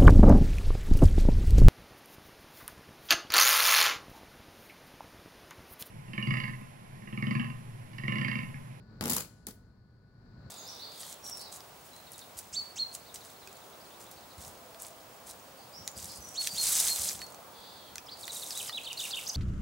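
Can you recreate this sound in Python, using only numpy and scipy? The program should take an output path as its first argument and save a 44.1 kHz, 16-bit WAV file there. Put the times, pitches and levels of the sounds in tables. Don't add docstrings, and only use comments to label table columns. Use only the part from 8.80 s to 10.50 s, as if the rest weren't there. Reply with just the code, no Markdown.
import sys
import numpy as np
from scipy import signal
from scipy.fft import rfft, irfft, next_fast_len
from scipy.io import wavfile
from scipy.ndimage import uniform_filter1d

SR = 44100
rng = np.random.default_rng(int(sys.argv[2]) if len(sys.argv) > 2 else 0)


def store_pcm(level_fs):
    pcm = np.round(np.clip(level_fs, -1, 1) * 32767).astype(np.int16)
    wavfile.write(sys.argv[1], SR, np.atleast_2d(pcm).T)


N = 74970


def undb(db):
    return 10 ** (np.asarray(db) / 20)


def level(x, db):
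    return x * undb(db) / np.sqrt(np.mean(x ** 2))


def unit(x):
    return x / np.sqrt(np.mean(np.sum(x ** 2, axis=-1)) + 1e-18)


def colour(x, points):
    size = 2 * next_fast_len(x.shape[-1])
    hz, db = np.array(points, float).T
    bin_hz = np.maximum(np.fft.rfftfreq(size, 1 / SR), 1)
    gain = undb(np.interp(np.log(bin_hz), np.log(hz), db))
    cepstrum = irfft(np.log(gain))
    cepstrum[1:size // 2] *= 2
    cepstrum[size // 2 + 1:] = 0
    return irfft(rfft(x, size) * np.exp(rfft(cepstrum)))[..., :x.shape[-1]]


def rolloff(x, kind, hz):
    return signal.sosfilt(signal.butter(2, hz, kind, fs=SR, output="sos"), x)


def diffuse(size=N, corner_hz=800):
    coherence = 0.98 / (1 + (np.fft.rfftfreq(size, 1 / SR) / corner_hz) ** 2)
    mid, side = rfft(rng.standard_normal((2, size)))
    mid, side = mid * np.sqrt((1 + coherence) / 2), side * np.sqrt((1 - coherence) / 2)
    return irfft(np.array([mid + side, mid - side]), size)


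def wander(rate_hz):
    hold = int(SR / rate_hz)
    steps = np.repeat(rng.standard_normal(N // hold + 1), hold)
    return level(uniform_filter1d(uniform_filter1d(steps, hold), hold)[:N], 0)


def tones(partials, t, waver_db, drift_rad):
    return sum(np.sqrt(2) * undb(db + waver_db * wander(25))
               * np.sin(2 * np.pi * hz * t + drift_rad * wander(6)) for hz, db in partials)


def machine(t, hiss_hz=4370, hiss_width_hz=700):
    # (time [s], gain [dB])
    background_gain = [(0, 7), (0.06, 5), (0.13, 9), (0.2, 8.5), (0.45, 6), (0.6, 3), (0.8, 2.5),
                       (1.0, -0.5), (1.33, 0.5), (1.45, 5), (1.56, 7.5), (1.67, 11.5), (1.7, 10)]
    # (frequency [Hz], relative level [dB])
    rumble_spectrum = [(20, -15.5), (35, 0.5), (55, -5.5), (85, -1), (120, 2.5), (155, -4.5), (225, -3.5),
                       (290, -12.5), (450, -18), (900, -62.5)]
    air_spectrum = [(150, -1.5), (400, 1.5), (600, 0.5), (1100, -6), (1550, -4.5), (2000, -11), (3000, -22),
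                    (5500, -40.5), (7500, -29), (9500, -41), (16000, -35)]
    # (frequency [Hz], level before modulation [dB])
    hum_partials = [(58.5, -74.5), (117, -72.5)]
    whine_partials = [(1474.7, -77.5), (1734, -87.5)]
    gain_db = np.interp(t, *np.array(background_gain).T)
    rumble = level(colour(diffuse(), rumble_spectrum), -59.5)
    hum = tones(hum_partials, t, waver_db=5.0, drift_rad=0.65)
    air = level(colour(diffuse(), air_spectrum), -70)
    hiss = signal.lfilter(*signal.iirpeak(hiss_hz, Q=hiss_hz / hiss_width_hz, fs=SR), diffuse())
    hiss = signal.lfilter(*signal.iirpeak(hiss_hz, Q=2, fs=SR), hiss)
    hiss = level(hiss, -80.5) * undb([[0], [-4.5]])
    whine = np.array([tones(whine_partials, t, waver_db=2, drift_rad=0.54) for _ in range(2)])
    return ((rumble + hum) * undb(0.83 * gain_db) + air * undb(1.01 * gain_db)
            + hiss * undb(0.98 * gain_db) + whine * undb(gain_db))


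def whiten(x, band_hz=350.7):
    spectrum = rfft(x)
    power = uniform_filter1d(np.abs(spectrum) ** 2, max(int(band_hz * len(x) / SR), 1))
    return unit(irfft(spectrum / np.sqrt(np.abs(power) + 1e-12), len(x)))


def arc(t, spike_db, sputter_db, sputter_ms, thump_db):
    # (frequency [Hz], gain [dB])
    sputter_spectrum = [(100, -19), (500, -10.5), (1100, -10), (2500, -6), (4500, -3.5), (7000, 1),
                        (11000, 2.5), (16000, -0.5)]
    sparks_per_s, spread_db = 13000, 2
    spike_decay_s, thump_decay_s, thump_hz = 0.00005, 0.0027, 176
    age, started = np.maximum(t, 0), t >= 0
    pressure, weakness = rng.standard_normal((2, len(t)))
    fires = rng.random(len(t)) < sparks_per_s / SR
    sparks = fires * pressure * undb(-spread_db * weakness)
    envelope = np.exp(-(t * 1000 / sputter_ms) ** 2)
    sputter = undb(sputter_db - 6.5) * colour(whiten(sparks * envelope), sputter_spectrum)
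    spike = undb(spike_db - 12) * unit(started * np.exp(-age / spike_decay_s))
    oscillation = started * np.exp(-age / thump_decay_s) * np.cos(2 * np.pi * thump_hz * age)
    thump = undb(thump_db - 15.5) * unit(oscillation)
    return rolloff(sputter - spike - thump, "highpass", hz=61)


def workshop():
    # (frequency [Hz], reverberation time [s], level [dB])
    modes = [(234.2, 0.12, -19.5), (356, 0.15, -23.5), (444.2, 0.32, -22), (493.6, 0.24, -22),
             (841, 0.14, -20.5)]
    # (delay [s], level [dB])
    echoes = [(0.0155, -7), (0.039, -11)]
    port_lag_s, scatter_s, build_s, crossover_hz = 0.00018, 0.0027, 0.004, 510
    t = np.arange(24000) / SR

    def decay(t60_s, db):
        return undb(db) * unit(np.exp(-np.log(1000) * t / t60_s) * (1 - np.exp(-t / build_s)))

    def scatter(delay_s, db):
        return undb(db) * unit((t >= delay_s) * np.exp(-np.abs(t - delay_s) / scatter_s))

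    direct = np.zeros((2, len(t)))
    direct[0, 0] = direct[1, int(port_lag_s * SR)] = 1
    clutter_power = scatter(delay_s=0, db=-2.5) ** 2
    echo_power = sum(scatter(*echo) ** 2 for echo in echoes)
    treble_envelope = np.sqrt(decay(t60_s=0.22, db=-2) ** 2 + clutter_power + echo_power)
    field = diffuse(len(t))
    treble = rolloff(field * treble_envelope, "highpass", crossover_hz)
    bass = rolloff(field * decay(t60_s=0.24, db=0), "lowpass", crossover_hz)
    ringing = sum(np.sqrt(2) * decay(t60_s, db) * np.sin(2 * np.pi * (hz * t + rng.random()))
                  for hz, t60_s, db in modes)
    tail = rolloff(diffuse(len(t)) * decay(t60_s=0.65, db=-15.5), "lowpass", hz=8000)
    return direct + ringing + treble - bass + tail


def arcing(lead_s=0.015):
    # (time [s], spike level [dB], sputter level [dB], sputter half-width [ms], thump level [dB])
    arcs = [(0.2102, 0.5, -14.5, 1.5, 5), (0.2247, -8.5, -15.5, 4, -3.5), (0.2390, -2.5, -8, 0.81, -3.5),
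            (0.2570, -0.5, -4, 1.8, 4), (0.271, -18.5, -11, 2, -2), (0.2806, -6.5, -4.5, 0.9, -1.5),
            (0.288, -9, -11, 1.2, -4), (0.2981, -18.5, 3, 1.2, -1), (0.3027, -17, 4, 2.8, -7.5),
            (0.3115, -2.5, -8, 1.5, 2.5), (0.3225, -0.5, -1, 0.65, -12.5), (0.3340, -5, 4.5, 1.8, -9),
            (0.3664, 2.5, 5, 1.7, -4.5), (0.382, -12, -5, 2.5, -6.5), (0.4082, -7, -11, 0.67, -16),
            (0.6690, -29, -7.5, 0.5, -14), (0.6716, -14, -16, 2.5, -5.5)]
    t = np.arange(2400) / SR - lead_s
    out = np.zeros((2, N))
    for time_s, *shape in arcs:
        room = workshop()
        start = int((time_s - lead_s) * SR)
        heard = signal.fftconvolve(arc(t, *shape)[None], room, axes=1)[:, :N - start]
        out[:, start:start + heard.shape[1]] += heard
    return out


def scene():
    return machine(np.arange(N) / SR) + arcing()


def record(dry):
    # (frequency [Hz], left gain [dB], right gain [dB])
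    ports = [(202, 0.5, 0), (456, -0.5, -3.5), (750, 0, -4.5), (1082, 1, -1), (1700, -1.5, -4),
             (2600, -1, -8.5), (3600, 0, -6), (4600, 4, -11.5), (6000, 2, -17.5), (7500, 3, -14.5),
             (8800, -4.5, -9.5), (10200, -6.5, 4.5), (12500, -3, -3), (16000, -0.5, 1.5)]
    noise_db, top_hz = -90.5, 16100
    left = colour(dry[0], [(hz, db) for hz, db, _ in ports])
    right = colour(dry[1], [(hz, db) for hz, _, db in ports])
    self_noise = undb(noise_db) * rng.standard_normal((2, N))
    picked_up = rolloff(np.array([left, right]) + self_noise, "highpass", hz=30)
    return signal.sosfilt(signal.ellip(10, .1, 80, top_hz, fs=SR, output="sos"), picked_up)


dry = scene()
out = record(dry)
store_pcm(out)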